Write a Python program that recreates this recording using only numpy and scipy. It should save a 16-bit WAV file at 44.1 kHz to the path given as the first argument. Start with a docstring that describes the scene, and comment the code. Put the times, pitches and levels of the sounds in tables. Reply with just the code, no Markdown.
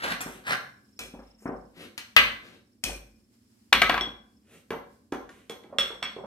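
"""A cluttered shed, heard close up in stereo: a smith bends a hot bar around a steel cone on an anvil.
Blows and bounces, hard to faint, are noise bursts with decaying modes of anvil, cone and hammer head; taps ring the bar.
The stand knocks in short sine notes and noise, the floor thumps low, and grainy noise drags steel over steel.
The shed answers with echoes and a short noise tail, over a low hum, faint hiss and a cricket."""
import sys
import numpy as np
from scipy import signal
from scipy.fft import rfft, irfft, next_fast_len
from scipy.io import wavfile
from scipy.ndimage import uniform_filter1d, map_coordinates

SR = 44100
rng = np.random.default_rng(int(sys.argv[2]) if len(sys.argv) > 2 else 0)


def file_out(sig):
    """Save sig as 16-bit WAV at sys.argv[1]."""
    # one column per channel
    cols = np.atleast_2d(sig).T
    # limit, then scale
    lim = np.clip(cols, -1, 1)
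    pcm = np.round(lim * 32767).astype(np.int16)
    wavfile.write(sys.argv[1], SR, pcm)


def decibels_to_gain(level_db):
    """Convert a level in decibels to a linear amplitude gain (20 dB per decade)."""
    exponent = np.asarray(level_db, float) / 20
    return 10 ** exponent


N = 276050
T = np.arange(N) / SR  # time [s]

# hammer blows and bounces on steel, hard to faint, relative drive levels:
# (time [s], crack [dB], treble of the crack [dB], anvil ring [dB], hammer head ring [dB])
STEEL_BLOWS = [(2.165, 2, -24, -49, -29), (3.7276, 1.5, -20, -18, -24), (3.8184, -2.5, -25.5, -19, -32),
               (3.8961, -8.5, -36, -22, -36.5), (3.9428, -24, -44, -23.5, -61),
               (3.9786, -23.5, -47.5, -26, -65), (4.01, -44, -44.5, -42, -25),
               (4.7055, -31, -45.5, -37, -53.5), (5.122, -32, -43, -43.5, -51),
               (5.2919, -48, -54, -50, -90), (5.4961, -34.5, -41.5, -50, -42),
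               (5.637, -49.5, -71, -58.5, -68), (5.7852, -12.5, -29, -55, -16),
               (6.0275, -18, -46, -39, -26)]
# dull knocks through the stand, relative drive levels:
# (time [s], knock [dB], knock pitch [Hz], clack [dB], floor thump [dB])
STAND_KNOCKS = [(0.049, -25.5, 567, -18.5, -51), (0.206, -37.5, 280, -27, -66), (0.261, -25, 248, -30, -56),
                (0.992, -48, 305, -30.5, -52), (1.138, -30.5, 246, -63, -51), (1.19, -34.5, 242, -39, -63),
                (1.422, -45, 400, -60, -84), (1.456, -19.5, 267, -22.5, -63), (1.462, -36, 302, -52, -56),
                (1.491, -24, 282, -39.5, -60), (1.53, -28, 283, -52, -55), (1.98, -42, 237, -33, -89),
                (2.164, -27, 614, -11, -41.5), (2.841, -33, 198, -33, -37.5), (2.894, -29, 739, -43.5, -49),
                (3.725, -14.5, 773, -12, -38), (3.818, -14, 710, -19, -43), (3.895, -14, 699, -9.5, -54),
                (3.942, -22, 720, -35, -46), (4.01, -25.5, 360, -22.5, -59),
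                (4.072, -30, 290, -40.5, -76.5), (4.706, -20, 397, -27, -69.5),
                (4.719, -26, 227, -28.5, -60.5), (5.123, -18, 324, -22, -53), (5.498, -27, 447, -37, -84.5),
                (5.643, -40.5, 350, -60, -79), (5.699, -41, 289, -58, -78), (5.726, -30.5, 570, -59, -66),
                (5.786, -25, 543, -30, -55), (5.904, -32, 448, -32, -67), (6.024, -31.5, 706, -28, -70),
                (6.164, -29.5, 437, -57, -75), (6.185, -32, 422, -63, -64), (6.239, -27, 550, -58, -69)]
# ringing modes of the hammer head: (frequency [Hz], relative level [dB], t60 [s])
HAMMER_MODES = [(3255, -12, .2), (3295, -10, .25), (3325, -7, .3), (3357, -1, .36), (3440, -9, .3),
                (3465, -13, .2), (5394, -18, .2), (5520, -13, .18), (7790, -20, .15), (7950, -23, .1)]
# where the work is, seen from the microphone:
# (time [s], left minus right [dB], delay of left behind right [ms], send to the shed [dB])
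WORK_PLACE = [(0, 1, -.29, 0.5), (1.13, 0.5, -0.13, -1.5), (2.2, 6, -0.18, 0.5), (3.7, 4, -.05, -4),
              (4.6, -0.5, -0.05, 1.5), (6.26, -3, -0.026, 2.5)]


def along(points, hz):
    """Read (Hz, value) points on a log-frequency axis."""
    point_hz, value = np.transpose(points)
    return np.interp(np.log(np.maximum(hz, 1)), np.log(point_hz), value)


def unit(x):
    """Scale to rms 1."""
    return x / np.sqrt(np.mean(x ** 2))


def coloured(points, channels=1):
    """Noise of rms 1 with the given spectrum."""
    size = next_fast_len(N)
    shape = decibels_to_gain(along(points, np.fft.rfftfreq(size, 1 / SR)))
    spectrum = rfft(rng.standard_normal((channels, size))) * shape
    return unit(irfft(spectrum, size)[:, :N])


def band(x, lo_hz, hi_hz):
    """Band-pass."""
    sos = signal.butter(2, [lo_hz, min(hi_hz, SR / 2.2)], "band", fs=SR, output="sos")
    return signal.sosfilt(sos, x)


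def steep_noise(shape, lo_hz, hi_hz):
    """Noise of rms 1, band-passed twice for steep edges."""
    once = band(rng.standard_normal(shape), lo_hz, hi_hz)
    return unit(band(once, lo_hz, hi_hz))


def ring(x, hz, t60):
    """One damped mode; an impulse of 1 rings with amplitude 1."""
    r = 10 ** (-3 / (t60 * SR))
    w = 2 * np.pi * hz / SR
    return signal.lfilter([0, r * np.sin(w)], [1, -2 * r * np.cos(w), r * r], x)


def spikes(times, db):
    """Impulses at the given times."""
    x = np.zeros(N)
    np.add.at(x, np.minimum((np.asarray(times) * SR).astype(int), N - 1), decibels_to_gain(db))
    return x


def bursts(times, db, rise_s, fall_s):
    """An envelope that rises at each time and dies away, both exponentially."""
    up, down = np.exp(-1 / (rise_s * SR)), np.exp(-1 / (fall_s * SR))
    falling = signal.lfilter([1], [1, -down], spikes(times, db))
    return signal.lfilter([1 - up], [1, -up], falling)


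def walk(rate):
    """Random levels held for 1 / rate seconds and slewed; rms 1."""
    hold = max(int(SR / rate), 1)
    steps = np.repeat(rng.standard_normal(N // hold + 1), hold)
    return unit(uniform_filter1d(steps, hold)[:N])


def background():
    """A wavering hum near 210 Hz with rumble that swells after blows, thin hiss, and a cricket's throbbing trill."""
    # spectrum of the shed air: (frequency [Hz], relative level [dB])
    air_spectrum = [(18, -64.5), (30, -39.5), (59, -5), (118, -8.5), (149, -32.5), (215, 0), (266, -9),
                    (486, -24.5), (1300, -39.5), (3770, -43.5), (5170, -37.5), (6050, -43.5), (7470, -40.5),
                    (14800, -47.5), (16000, -39)]
    # cricket trills: (start [s], end [s], level [dB])
    trills = [(0.592, 1.75, -71.5), (1.907, 3.7, -81), (4.25, 4.503, -76)]
    hum_db, hiss_db = -62.5, -73.5
    shaken_db, shaken_rise_s, shaken_fall_s = -36, 0.041, 0.044

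    air = coloured(air_spectrum, channels=2)
    middle = band(air[0], 79, 670)
    sides = band(air[1], 100, 700) * np.array([[1], [-1]])
    rumble = unit(middle + decibels_to_gain(-15.5) * sides)
    tone = np.sin(2 * np.pi * np.cumsum(210 + 3 * walk(4.3)) / SR)
    hum = rumble * decibels_to_gain(0.79 * walk(2.6)) + decibels_to_gain(-12.0) * tone

    s, crack_db = np.transpose(STEEL_BLOWS)[:2]
    shaken = decibels_to_gain(shaken_db) * bursts(s, crack_db, shaken_rise_s, shaken_fall_s) * rumble
    hiss = unit(band(air, 1100, 17000)) * decibels_to_gain(2.0 * walk(22) + 1.5 * walk(1.8))

    chirp = steep_noise((2, N), 5150, 5550) * decibels_to_gain(3.0 * walk(28))
    wing = np.sin(np.pi * np.cumsum(22 + 3 * walk(3.7)) / SR) ** 4  # one pulse per wing stroke, about 22 a second
    chirp = unit(chirp * (.2 + 2 * wing))
    sings = sum(decibels_to_gain(db) * np.clip(np.minimum(T - start, end - T) / 0.21, 0, 1) for start, end, db in trills)
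    return decibels_to_gain(hum_db) * hum + shaken + decibels_to_gain(hiss_db) * hiss + sings * chirp


def shed_tail():
    """Impulse response per ear: a few wall echoes and a dense tail whose bass lingers longest."""
    # decay of the tail: (frequency [Hz], t60 [s])
    decay = [(50, 0.84), (250, 0.5), (1000, 0.48), (2500, 0.39), (6000, 0.41), (14000, 0.47)]
    # colour of the tail: (frequency [Hz], relative level [dB])
    colour = [(50, -1.5), (300, 2), (1500, 4.5), (5000, 5), (15000, -6)]
    # first wall echoes: (delay [s], level at the stronger ear [dB])
    echoes = [(.011, -9), (.0173, -14), (.024, -11.5)]

    t = T[:int(.8 * SR)]
    noise = rng.standard_normal((2, len(t)))
    shared = noise.mean(axis=0) * np.sqrt(2)
    tail = 0
    for hz in 45 * 2 ** np.arange(0, 8.5, .5):  # half-octave bands
        alike = np.clip(1 - hz / 750, 0, 1)  # long waves reach both ports alike
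        blend = np.sqrt(alike) * shared + np.sqrt(1 - alike) * noise
        part = band(blend, hz / 2 ** .25, hz * 2 ** .25)
        tail = tail + decibels_to_gain(along(colour, hz)) * part * 10 ** (-3 * t / along(decay, hz))
    tail = decibels_to_gain(-29.5) * tail * np.clip(t / 0.023, 0, 1)
    for k, (delay, db) in enumerate(echoes):
        late = k % 2 * 9  # every other echo comes 9 samples later
        tail[:, int(delay * SR) + late] += decibels_to_gain(db) * np.array([1, .6])
        tail = tail[::-1]  # swap ears, so that successive echoes favour opposite sides
    return tail


def ports(x):
    """The direct sound reaches the two microphone ports at different moments and levels."""
    s, pan_db, lag_ms, _ = np.transpose(WORK_PLACE)
    half_lag = np.interp(T, s, lag_ms) * SR / 1000 / 2  # samples
    pair = np.array([map_coordinates(x, [np.arange(N) - side * half_lag], order=3) for side in (1, -1)])
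    pan_db = np.interp(T, s, pan_db)
    return pair * decibels_to_gain(np.array([pan_db, -pan_db]) / 2)


def thump():
    """The floor under the stand swings near 50 Hz, builds up late and is alike in both ears."""
    s, thump_db = np.transpose(STAND_KNOCKS)[[0, -1]]
    return decibels_to_gain(3) * bursts(s, thump_db, 0.022, 0.072) * np.sin(2 * np.pi * 51. * T)


def knocks():
    """The stand is hit: short woody sine notes with a dull noise rattle and a brighter clack."""
    s, db, pitch, clack_db, _ = np.transpose(STAND_KNOCKS)
    note = np.zeros(N)
    t = T[:int(.06 * SR)]
    for start, level_db, hz in zip((s * SR).astype(int), db, pitch):
        envelope = np.exp(-t / 0.0038) * (1 - np.exp(-t / 0.0013))
        wave = decibels_to_gain(level_db) * np.sin(2 * np.pi * hz * t) * envelope
        note[start:start + len(t)] += wave[:N - start]
    rattle = bursts(s, db, 0.0011, 0.027) * steep_noise(N, 150, 1100)
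    clack = bursts(s, clack_db, 0.00041, 0.022) * steep_noise(N, 800, 1900)
    return np.array([decibels_to_gain(-14.5) * rattle + decibels_to_gain(-14.5) * clack, decibels_to_gain(3.5) * note])  # noisy, ringing


def rubbing(rows, resonances, bass_db, grain_db):
    """Rough surfaces catch and slip: grainy noise through the resonances of what slides."""
    swell_depth_db = 30  # this far down one swell before, and one fade after, the loudest moment
    grit = rng.standard_normal(N) * decibels_to_gain(grain_db * (walk(250) + 1.1 * walk(45)))
    peaks = sum(decibels_to_gain(db) * band(grit, hz - w / 2, hz + w / 2) for hz, w, db in resonances)
    rasp = band(grit, 560, 3650) + peaks
    body = unit(rasp) + decibels_to_gain(bass_db) * unit(band(grit, 130, 700))
    treble = unit(band(grit, 3300, 11000))
    out = np.zeros(N)
    for s, swell_s, fade_s, db, treble_db in rows:
        away = (T - s) / np.where(T < s, swell_s, fade_s)
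        level = decibels_to_gain(db - swell_depth_db * np.minimum(away ** 2, 10))
        out += level * (body + decibels_to_gain(treble_db) * treble)
    return out


def scrapes():
    """Steel dragged over steel, and softer, smoother rustles of scale and sleeves."""
    # steel drags: (loudest at [s], swell [s], fade [s], level [dB], treble over that level [dB])
    drags = [(.09, 0.19, 0.095, -30.5, -16.5), (.216, 0.014, 0.022, -36, -1.5),
             (.266, 0.018, 0.13, -51.5, -3.5), (.474, .014, 0.15, -32.5, -12.5),
             (.525, 0.08, 0.038, -27.5, -21.5)]
    # soft rustles: (loudest at [s], swell [s], fade [s], level [dB], treble over that level [dB])
    rustles = [(.33, 0.16, 0.15, -51, -6), (1.005, 0.01, 0.12, -44.5, -2), (1.25, 0.13, 0.19, -69.5, -17),
               (1.43, 0.073, 0.09, -65, 2), (1.815, 0.083, 0.11, -45.5, -11.5),
               (2.5, 0.19, 0.14, -55.5, -16), (2.87, 0.037, 0.14, -41.5, -2), (4.545, 0.13, 0.095, -58, -4),
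               (5.33, .06, .2, -61.5, -5.5)]
    # resonances of the sliding steel: (frequency [Hz], width [Hz], relative level [dB])
    rasp_bands = [(1496, 890, 4.5), (844, 630, -1)]
    steel = rubbing(drags, rasp_bands, bass_db=-10.5, grain_db=2.5)
    return steel + rubbing(rustles, [], bass_db=-1, grain_db=1.0)


def struck(times, db, modes, scatter_db, waver_db):
    """Every hit wakes each mode a little differently; each ring's level wavers irregularly as it dies away."""
    chance = rng.standard_normal((len(times), len(modes)))
    out = np.zeros(N)
    for (hz, mode_db, t60), luck in zip(modes, chance.T):
        hits = spikes(times, db + mode_db + scatter_db * luck)
        out += decibels_to_gain(waver_db * walk(70)) * ring(hits, hz, t60)
    return out


def crack(s, crack_db, snap_db, fall_s):
    """The contact: a hard click, a few milliseconds of splintering, then the dense clatter of everything shaken."""
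    # main spectrum of the contact: (frequency [Hz], relative level [dB])
    body_spectrum = [(290, -50.5), (500, -20), (900, -19), (1220, -6.5), (2270, -2), (2550, -5.5),
                     (3500, -8), (5000, -22), (6500, -53), (11000, -120)]
    # its treble spectrum: (frequency [Hz], relative level [dB])
    snap_spectrum = [(1760, -34.5), (3000, 2), (5480, 0), (10100, -6), (11900, -6.5), (13000, -13.5),
                     (14600, -8.5), (16000, -25)]
    tick = band(spikes(s, crack_db), 1200, 4400)
    click = decibels_to_gain(11.0) * tick + decibels_to_gain(8.0) * band(spikes(s, snap_db), 4000, 13000)
    # each envelope is a short splintering plus a quieter, slower clatter
    body = decibels_to_gain(-6) * bursts(s, crack_db, 0.0009, fall_s) + decibels_to_gain(-23.5) * bursts(s, crack_db, 0.012, 0.04)
    snap = decibels_to_gain(3.0) * bursts(s, snap_db, 0.00037, fall_s) + decibels_to_gain(-14) * bursts(s, snap_db, 0.0018, 0.006)
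    return click + body * coloured(body_spectrum)[0] + snap * coloured(snap_spectrum)[0]


def taps():
    """Light taps on the hot bar: a longer contact than a blow's, and the loose ring of bar and hammer head."""
    # taps, relative drive levels:
    # (time [s], crack [dB], treble of the crack [dB], bar ring [dB], hammer head ring [dB])
    light_taps = [(.206, -35, -44, -50, -48), (.991, -57, -37.5, -47.5, -40),
                  (1.978, -28.5, -38.5, -56.5, -51), (2.838, -30.5, -27, -43, -41)]
    # ringing modes of the bar: (frequency [Hz], relative level [dB], t60 [s])
    bar_modes = [(740, -7, .2), (2330, -2, .33), (2430, 0, .36), (2500, -3, .3), (2560, 0, .36),
                 (3480, -3, .25), (5330, -3, .3)]
    s, crack_db, snap_db, bar_db, head_db = np.transpose(light_taps)
    bar = struck(s, bar_db, bar_modes, 2.0, 5.0)
    head = struck(s, head_db, HAMMER_MODES, 2.0, 4.0)
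    contact = crack(s, crack_db, snap_db, 0.0058)
    return np.array([decibels_to_gain(2.5) * contact, decibels_to_gain(3) * bar + decibels_to_gain(-2.5) * head])  # noisy, ringing


def blows():
    """Blows and bounces, hard to faint: the crack, and the ring of anvil, cone, hammer head and its high face."""
    # ringing modes of the cone: (frequency [Hz], relative level [dB], t60 [s])
    cone_modes = [(1288, -6, .24), (1600, -7, .15), (2026, -3, .26), (2316, -7, .22), (2452, -11, .2),
                  (2556, 1, .27), (2910, -10, .25), (3049, -5, .25), (3400, -12, .12), (4065, -16, .15),
                  (4565, -9, .06)]
    # ringing modes of the hammer face: (frequency [Hz], relative level [dB], t60 [s])
    face_modes = [(11720, -10, .07), (12250, -9, .1)]
    # ringing modes of the anvil: (frequency [Hz], relative level [dB], t60 [s])
    anvil_modes = [(1012, -11, .2), (1133, -8, .22), (1288, -9, .2), (1435, -10, .16), (1600, -5, .13),
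                   (1655, -5, .07), (1810, -11, .15), (2040, -8, .2), (2305, -9, .16), (3380, -1, .03)]
    cone_hit_s, cone_hit_db = 2.166, -11.5  # one hit catches the cone itself
    cone_under_anvil_db = -19  # blows also wake it through the anvil

    s, crack_db, snap_db, anvil_db, head_db = np.transpose(STEEL_BLOWS)
    cone_s = np.append(s, cone_hit_s)
    cone_db = np.append(anvil_db + cone_under_anvil_db, cone_hit_db)
    cone = struck(cone_s, cone_db, cone_modes, 1.7, 4.0)
    anvil = struck(s, anvil_db, anvil_modes, 3.3, 5.1)
    face = struck(s, snap_db, face_modes, 2.5, 5.0)
    head = struck(s, head_db, HAMMER_MODES, 1.5, 2.6) + decibels_to_gain(2) * face
    contact = crack(s, crack_db, snap_db, 0.0037)
    return np.array([contact, decibels_to_gain(-2.5) * (anvil + cone) + decibels_to_gain(-3.0) * head])  # noisy, ringing


def scene():
    """Work at the anvil, direct and through the shed, over the background."""
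    ring_to_room_db = -4.5  # rings and knock notes are sent more weakly to the shed, so they sound drier
    noisy, ringing = blows() + taps() + knocks()
    noisy = noisy + scrapes()
    s, shed_db = np.transpose(WORK_PLACE)[[0, -1]]
    to_room = (noisy + decibels_to_gain(ring_to_room_db) * ringing) * decibels_to_gain(np.interp(T, s, shed_db))
    shed = signal.fftconvolve(to_room[None], shed_tail(), axes=1)[:, :N]
    return ports(noisy + ringing) + shed + thump() + background()


def low_pass(x):
    """Removes everything above the highest recorded frequency."""
    return signal.sosfilt(signal.butter(12, 16420, fs=SR, output="sos"), x)


def record(dry):
    """The microphone drops the deepest bass, the loudest peaks flatten just under full scale, the top is cut."""
    heard = signal.sosfilt(signal.butter(4, 38, "high", fs=SR, output="sos"), dry)
    flattened = np.clip(heard, -.92, .92)
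    mix = signal.sosfilt(signal.butter(8, 14800, fs=SR, output="sos"), flattened)
    return low_pass(mix)


dry = scene()
out = record(dry)
file_out(out)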